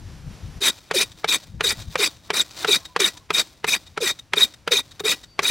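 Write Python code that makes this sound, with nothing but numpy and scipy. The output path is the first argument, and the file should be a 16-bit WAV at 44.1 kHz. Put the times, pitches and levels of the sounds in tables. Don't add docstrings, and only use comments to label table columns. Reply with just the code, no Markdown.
import sys
import numpy as np
from scipy import signal
from scipy.fft import rfft, irfft
from scipy.io import wavfile
from scipy.ndimage import uniform_filter1d, map_coordinates

SR = 44100
rng = np.random.default_rng(int(sys.argv[2]) if len(sys.argv) > 2 else 0)


def undo_db(level):
    steps = np.asarray(level, float) / 20
    return 10 ** steps


def wrap_up_sound(samples):
    columns = np.atleast_2d(samples).T
    tamed = np.clip(columns, -1, 1)
    steps = np.round(tamed * 32767).astype(np.int16)
    wavfile.write(sys.argv[1], SR, steps)


N = 242550


def evened(x):
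    return x / np.sqrt(np.mean(x ** 2) + 1e-20)


def read(points, hz):
    f, value = np.transpose(points)
    return np.interp(np.log(hz + 1), np.log(f + 1), value)


def laid(tables, column, rest):
    out, t = np.full(N, float(rest)), np.arange(N) / SR
    for rows in tables:
        rows = np.array(rows)
        inside = slice(round(rows[0, 0] * SR), round(rows[-1, 0] * SR))
        out[inside] = np.interp(t[inside], rows[:, 0], rows[:, column])
    return out


def bumps(rows):
    t = np.arange(N) / SR
    return sum(undo_db(db) * np.exp(-((t - s) / half) ** 2) for s, half, db in rows)


def colour(x, points):
    return irfft(rfft(x) * undo_db(read(points, np.fft.rfftfreq(N, 1 / SR))), N)


def resonate(x, hz, width):
    r = np.exp(-np.pi * width / SR)
    return 2 * signal.lfilter([1 - r], [1, -r * np.exp(2j * np.pi * hz / SR)], x).real


def lumps(seconds):
    span = max(round(seconds * SR), 2)
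    return evened(uniform_filter1d(uniform_filter1d(rng.standard_normal(N), span), span))


def blotchy(x, depth_db):
    z = signal.stft(x, nperseg=256)[2]
    patches = rng.standard_normal(z.shape[::-1])
    patches = uniform_filter1d(uniform_filter1d(patches, size=5, axis=0), size=6, axis=1)
    return signal.istft(z * undo_db(depth_db * evened(patches).T), nperseg=256)[1][:N]


def fibres(per_s, spread_db):
    size_db = spread_db * np.minimum(rng.exponential(1, N), 4)
    size = undo_db(size_db) * rng.choice([-1., 1.], N)
    return evened(size * (rng.random(N) < per_s / SR))


# middle in seconds, half length in seconds, level in dB.
GUSTS = [(.03, 0.057, -41), (.15, 0.098, -42.5), (.29, 0.048, -34), (.47, 0.047, -32.5),
         (.57, 0.017, -31.5), (1.06, 0.027, -51), (1.16, 0.018, -52), (1.47, 0.067, -48.5),
         (1.56, 0.032, -32.5), (1.68, 0.075, -44.5), (1.79, .04, -40), (1.88, 0.029, -37.5)]
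# frequency in Hz, density in dB per Hz.
WIND_SPECTRUM = [(12, -32.5), (20, 7), (86, 4.5), (168, -1.5), (292, -19.5), (329, -13.5), (362, -34.5),
                 (500, -23.5), (650, -55.5), (1100, -120)]


def wind():
    lumpy = undo_db(2.0 * lumps(0.057))
    both, apart = (evened(colour(rng.standard_normal(N), WIND_SPECTRUM)) for _ in range(2))
    left_right_db = [[2.2], [-2.6]]
    air = both * undo_db(left_right_db) + 0.082 * apart * np.array([[1], [-1]])
    calm = signal.sosfilt(signal.butter(2, 54.6, "high", fs=SR, output="sos"), air)
    return lumpy * (bumps(GUSTS) * air + undo_db(-54) * calm)


# frequency in Hz, density in dB per Hz.
LEAVES_SPECTRUM = [(120, -7.5), (200, -9.5), (328, -13), (360, -15), (1870, -22), (3760, -24.5),
                   (5730, -24.5), (8900, -35.5), (11500, -36.5), (16000, -49)]
# time in seconds, level in dB.
LEAVES_LEVEL = [(0, -49), (.58, -48), (.62, -58), (2.5, -58), (5.5, -56.5)]
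# frequency in Hz, side over mid in dB.
SIDE_OVER_MID = [(60, -15.5), (110, -5.5), (200, -7), (380, -28), (700, -10.5), (1290, -18.5),
                 (2380, -15.5), (5800, -19), (7200, 0.5), (12000, 2), (13200, -23)]


def leaves():
    both, apart = (evened(colour(rng.standard_normal(N), LEAVES_SPECTRUM)) for _ in range(2))
    swell = undo_db(1.0 * lumps(0.05))
    side = 0.97 * colour(apart, SIDE_OVER_MID) * np.array([[1], [-1]])
    return undo_db(laid([LEAVES_LEVEL], column=1, rest=-60)) * swell * (both + side)


# frequency in Hz, bandwidth in Hz, level in dB.
BLADE_MODES = [(1436, 40, -16), (1940, 25, -13), (2425, 124, -1), (3745, 78, 6.5), (4703, 43, -8.5),
               (5120, 110, -11), (6055, 140, -7.5), (6400, 70, -28), (7686, 93, -7.5), (8810, 420, -11.5),
               (10370, 130, -16.5), (12320, 130, -18.5)]


def steel(drive, ring_gain):
    modes = []
    for hz, width, db in BLADE_MODES:
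        swell = undo_db(db + 3.6 * lumps(0.013) + 1.5 * lumps(0.072))
        modes.append(swell * resonate(drive, hz, width) / np.sqrt(width))
    levels_db = [db for _, _, db in BLADE_MODES]
    main = int(np.argmax(levels_db))
    scale = np.sqrt(sum(undo_db(db) ** 2 for db in levels_db) * np.pi / SR)
    return (sum(modes) + (ring_gain - 1) * modes[main]) / scale


# start in seconds, level in dB, fade in dB per second.
RETURNS = [(.72, -46.5, 79), (1.05, -47, 120), (1.38, -46, 115), (1.75, -45, 65.5), (2.09, -46, 142),
           (2.43, -46, 65.5), (2.78, -44, 129), (3.1, -43.5, 161), (3.43, -47.5, 94), (3.78, -49, 99.5),
           (4.12, -47, 170), (4.46, -43.5, 174), (4.82, -51, 102), (5.15, -43.5, 170)]
# middle in seconds, half length in seconds, level in dB.
RUSTLES = [
    (.46, .03, -56),
    (.885, 0.017, -63),
    (1.2, 0.033, -53),
    (1.81, 0.02, -45),
    (1.935, 0.019, -45.5),
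    (2.265, 0.024, -54.5),
    (4.96, .03, -66),
    (2.55, .03, -56),
    (2.61, 0.042, -36.5),
    (3.6, 0.01, -75),
]
# start in seconds, level in dB, length in seconds.
TOUCHES = [(0.779, -39, 0.014), (1.116, -28.5, 0.013), (1.42, -37.5, 0.028), (1.8164, -30, 0.013),
           (2.163, -36, 0.013), (2.506, -27, 0.015), (2.85, -19, 0.017), (3.168, -23.5, 0.015),
           (3.594, -46, 0.015), (3.861, -32.5, 0.024), (4.1875, -24, 0.015), (4.537, -23, 0.013),
           (4.907, -28.5, 0.024), (4.995, -12, 0.014), (5.233, -25, 0.017)]
# frequency in Hz, density in dB per Hz.
DRAG_SPECTRUM = [(180, -35), (300, 3), (393, -10), (468, -9.5), (550, -4.5), (2770, -11.5), (3720, -3.5),
                 (7500, -10), (9750, -16), (16500, -120)]
RELEASE_S = 0.019


def returns():
    t = np.arange(N) / SR
    fading = sum(undo_db(db - fade * np.maximum(t - s, 0)) * (t > s - RELEASE_S) for s, db, fade in RETURNS)
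    level = uniform_filter1d((fading + bumps(RUSTLES)) * undo_db(2.0 * lumps(0.0035)), 300)
    rub = fibres(5000, 3.8)
    fizz = signal.lfilter(*signal.butter(4, 7000, "high", fs=SR), rub)
    drag = evened(colour(rub, DRAG_SPECTRUM)) + evened(fizz) * undo_db(-9.5)
    brush = np.zeros(N)
    for s, db, length in TOUCHES:
        brush += undo_db(db - 15.5) * np.exp(-((t - s - 0.46 * length) / (0.39 * length)) ** 4)
    struck = uniform_filter1d(1. * (brush > level), size=900)
    brush *= rub
    ring = steel(undo_db(-13.0) * rub * level + undo_db(-10.5) * brush, 1.02 + 1.56 * struck)
    wide = undo_db(-7.0) * colour(brush, RASP_SPECTRUM) / np.std(colour(rub, RASP_SPECTRUM))
    skim = evened(signal.lfilter(*signal.butter(2, [400, 2600], "band", fs=SR), rub))
    approach = bumps([(row[0], 0.0082, -38.5) for row in KNOCKS])
    return drag * level + ring + wide + skim * approach


# start in seconds, length in seconds, pressure in dB,
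# first bite in dB over pressure, blade ring in dB.
STROKES = [(0.605, 0.094, -13.5, -8, -2), (0.934, .1, -13.5, -4, -4), (1.274, 0.088, -15, -6, -1),
           (1.628, 0.098, -15, -1.5, -3), (1.976, 0.1, -14.5, -7, -2.5), (2.329, 0.09, -15.5, -1.5, 1),
           (2.668, 0.099, -14.5, -0.5, -1), (2.990, .097, -15, 3.5, -1), (3.328, 0.089, -14, -5.5, -2.5),
           (3.666, 0.098, -16.5, -0.5, 0.5), (4.003, 0.11, -16.5, -4.5, 0), (4.356, 0.094, -15, -7.5, -0.5),
           (4.706, 0.096, -17, 0.5, 3.5), (5.037, 0.1, -15, -5, 1.5), (5.419, 0.11, -16.5, -1.5, -2)]
# frequency in Hz, density in dB per Hz.
RASP_SPECTRUM = [(88, -66), (150, -21.5), (414, -12), (612, -17.5), (854, -18.5), (979, -12), (2140, -7.5),
                 (2450, -19), (2870, -10.5), (3770, -6), (4410, -7), (7620, -12.5), (16000, -46.5)]
ATTACK_S, SLACK_S, PEAK_AT = 0.013, 0.028, 0.77
FROM_DB, SLACK_DB, LIFT_DB, GONE_DB = -24, -3.5, -5.5, -38


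def strokes():
    pushes = []
    for s, length, db, bite, ring in STROKES:
        pushes.append([(s, db + FROM_DB, ring),
                       (s + ATTACK_S, db + bite, ring),
                       (s + ATTACK_S + SLACK_S, db + SLACK_DB, ring),
                       (s + PEAK_AT * length, db, ring),
                       (s + length, db + LIFT_DB, ring),
                       (s + length + RELEASE_S, db + GONE_DB, ring)])
    pressure_db = laid(pushes, column=1, rest=-120) - 0.3 + 1.2 * lumps(0.0046)
    pressure = uniform_filter1d(undo_db(pressure_db), 60)
    tearing = fibres(14000, 2.6)
    rasp = undo_db(-8.0) * evened(blotchy(colour(tearing, RASP_SPECTRUM), 2.4)) * pressure
    ring_gain = undo_db(laid(pushes, column=2, rest=0) + 0.5)
    blade = undo_db(-4.0) * steel(tearing * pressure, ring_gain)
    waver = np.arange(N) + 5.37 * lumps(0.03) + 1.1 * lumps(0.006)
    return rasp + map_coordinates(blade, [waver], order=3, mode="nearest")


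# start in seconds, length in seconds, level in dB,
# first pitch in Hz, last pitch in Hz.
FLEXES = [(0.606, 0.036, -30, 425, 396), (.942, 0.051, -18, 498, 307), (1.639, 0.055, -25, 490.3, 330.7),
          (1.989, 0.063, -21.5, 459.8, 305.7), (2.331, 0.025, -31, 410, 386),
          (2.681, 0.045, -17.5, 459, 329.7), (2.995, 0.059, -19.5, 489, 292),
          (3.669, 0.057, -39.5, 431.6, 383.4), (4.006, 0.064, -21, 520.3, 293.5),
          (4.371, 0.033, -20, 400, 371), (4.711, 0.046, -19.5, 455, 391.2), (5.037, 0.062, -23, 431, 393),
          (5.423, 0.051, -32.5, 424, 288.5)]
FLEX_RISE, FLEX_HOLD = 0.25, 0.44
FLEX_FROM_DB, FLEX_TO_DB = -5.5, -15
SPRING_HZ, SPRING_WIDTH_HZ, SPRING_DB, SPRING_S = 276, 270, -24.5, 0.011


def stick():
    bends = []
    for s, length, db, first, last in FLEXES:
        bends.append([(s, db + FLEX_FROM_DB, first),
                      (s + FLEX_RISE * length, db, first + FLEX_RISE * (last - first)),
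                      (s + FLEX_HOLD * length, db, first + FLEX_HOLD * (last - first)),
                      (s + length, db + FLEX_TO_DB, last)])
    hz = laid(bends, column=2, rest=550) * (1 + .07 * lumps(0.00523))
    hum = np.sqrt(2) * np.sin(2 * np.pi * np.cumsum(hz) / SR)
    level_db = laid(bends, column=1, rest=-120) - 5.0 + 3.9 * lumps(0.0073)
    level = uniform_filter1d(undo_db(level_db), 200)
    dull = resonate(rng.standard_normal(N), SPRING_HZ, SPRING_WIDTH_HZ)
    dull = evened(resonate(dull, SPRING_HZ, SPRING_WIDTH_HZ))
    grind = evened(resonate(resonate(rng.standard_normal(N), 404, 140), 404, 140))
    springs = bumps([(s + length, SPRING_S, db + SPRING_DB) for s, length, db, _, _ in STROKES])
    return (hum + 0.21 * grind) * level + dull * springs


# time in seconds, blow in dB, low mode in Hz, middle mode in Hz,
# crack in dB over the blow.
KNOCKS = [(0.911, -10, 440, 2235, -30.5), (1.243, -9.5, 442, 2320, -31), (1.607, -9, 438, 1450, -32),
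          (1.955, -9, 513, 1330, -34), (2.303, -9, 429, 2400, -38), (2.646, -7.5, 450, 1340, -42),
          (2.962, -9, 482, 1239, -36), (3.304, -9, 418, 1320, -12.5), (3.643, -10.5, 438, 1270, -35),
          (3.975, -14, 428.7, 1330, -26.5), (4.334, -7, 390, 1254, -36), (4.676, -10, 472, 1426, -5.5),
          (5.005, -31.5, 411, 1200, 15), (5.391, -6.5, 403, 1188, -22)]
# multiple of the low mode, level in dB, 60 dB decay in seconds.
WOOD_OVERTONES = [
    (1, 7, 0.043),
    (1.9, 3.5, 0.015),
    (3.1, -1.5, 0.039),
]
LOW_DB, LOW_SLOPE = -22, -0.83


def knocks():
    out, t = np.zeros(N + SR), np.arange(3000) / SR
    chance = rng.standard_normal((len(KNOCKS), 2, len(t)))
    high = signal.butter(2, 3500, "high", fs=SR)
    mid = signal.butter(2, [550, 2900], "band", fs=SR)
    rise = 1 - np.exp(-t / 0.0011)
    for (s, db, low_hz, mid_hz, crack_db), (a, b) in zip(KNOCKS, chance):
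        low_db = LOW_DB + LOW_SLOPE * db
        low = sum(undo_db(low_db + d - 60 * t / t60) * np.sin(2 * np.pi * k * low_hz * t)
                  for k, d, t60 in WOOD_OVERTONES)
        glide = mid_hz * (t - 0.28 * 0.0024 * (1 - np.exp(-t / 0.0014)))
        body = undo_db(-4.0 - 60 * t / 0.026) * np.sin(2 * np.pi * glide)
        chatter_decay = undo_db(-60 * t / 0.021) + undo_db(-20.0 - 60 * t / 0.088)
        chatter = evened(signal.lfilter(*mid, a)) * chatter_decay
        crack_decay = undo_db(crack_db - 60 * t / 0.0037) + undo_db(crack_db - 33.0 - 60 * t / .12)
        crack = evened(signal.lfilter(*high, b)) * crack_decay
        thud = undo_db(low_db - 12.5 - 60 * t / 0.16) * np.sin(2 * np.pi * 170 * t)
        at = round(s * SR)
        out[at:at + len(t)] += undo_db(db) * rise * (low + body + chatter + crack + thud)
    return out[:N]


# middle in seconds, half length in seconds, level in dB.
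CRACKLES = [
    (1.8, .03, -49),
    (2.6, 0.025, -35.5),
    (2.635, .008, -41),
]


def crackles():
    return bumps(CRACKLES) * evened(colour(fibres(500, 5.2), RASP_SPECTRUM))


# start in seconds, length in seconds, pitch in Hz, rise at mid call in Hz,
# level in dB.
CALLS = [
    (2.784, .09, 1093, -28.5, -57),
    (2.88, .065, 971, 58, -53),
    (3.144, .05, 1000, -17, -51),
    (3.202, .04, 1063, 18, -60),
    (5.255, .135, 4480, 168, -57.5),
]


def birds():
    arch = [(u, np.sin(np.pi * u)) for u in np.linspace(0, 1, 9)]
    edge_db = -12
    calls = [[(s + u * length, hz + rise * a, db + edge_db * (1 - a)) for u, a in arch]
             for s, length, hz, rise, db in CALLS]
    level = uniform_filter1d(undo_db(laid(calls, column=2, rest=-120) + 1.8 * lumps(.01)), 500)
    pitch = laid(calls, column=1, rest=740) + 25 * lumps(0.0062)
    return np.sqrt(2) * level * np.sin(2 * np.pi * np.cumsum(pitch) / SR)


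# frequency in Hz, left over right in dB.
PORT_TILT = [(60, -1.5), (130, 2.5), (290, -1), (640, -1), (1410, 0.5), (3100, 0.5), (6820, 2), (15000, 2)]


def ports(x):
    t = np.arange(400) / SR
    scatter = rng.standard_normal(len(t)) * undo_db(-60 * t / 0.03)
    scattered = signal.oaconvolve(x, scatter / np.linalg.norm(scatter))[:N]
    side = colour(blotchy(scattered, 3.6), SIDE_OVER_MID) * undo_db(-9.5)
    half = [(hz, db / 2) for hz, db in PORT_TILT]
    left = colour(x, half) + side
    right = colour(x, [(hz, -db) for hz, db in half]) - side
    return np.array([left, right])


def scene():
    work = returns() + strokes() + stick() + knocks() + crackles() + birds()
    return wind() + leaves() + ports(work)


def band_limit(x):
    return signal.sosfilt(signal.butter(12, 17100, fs=SR, output="sos"), x)


def record(dry):
    thin = signal.sosfilt(signal.butter(2, 36, "high", fs=SR, output="sos"), dry)
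    soft = 0.71 * np.tanh(thin / .7)
    band_end = signal.firwin(401, 15950, window=("kaiser", 8), fs=SR)
    mix = signal.oaconvolve(soft, band_end[None], "same")
    return band_limit(mix)


dry = scene()
out = record(dry)
wrap_up_sound(out)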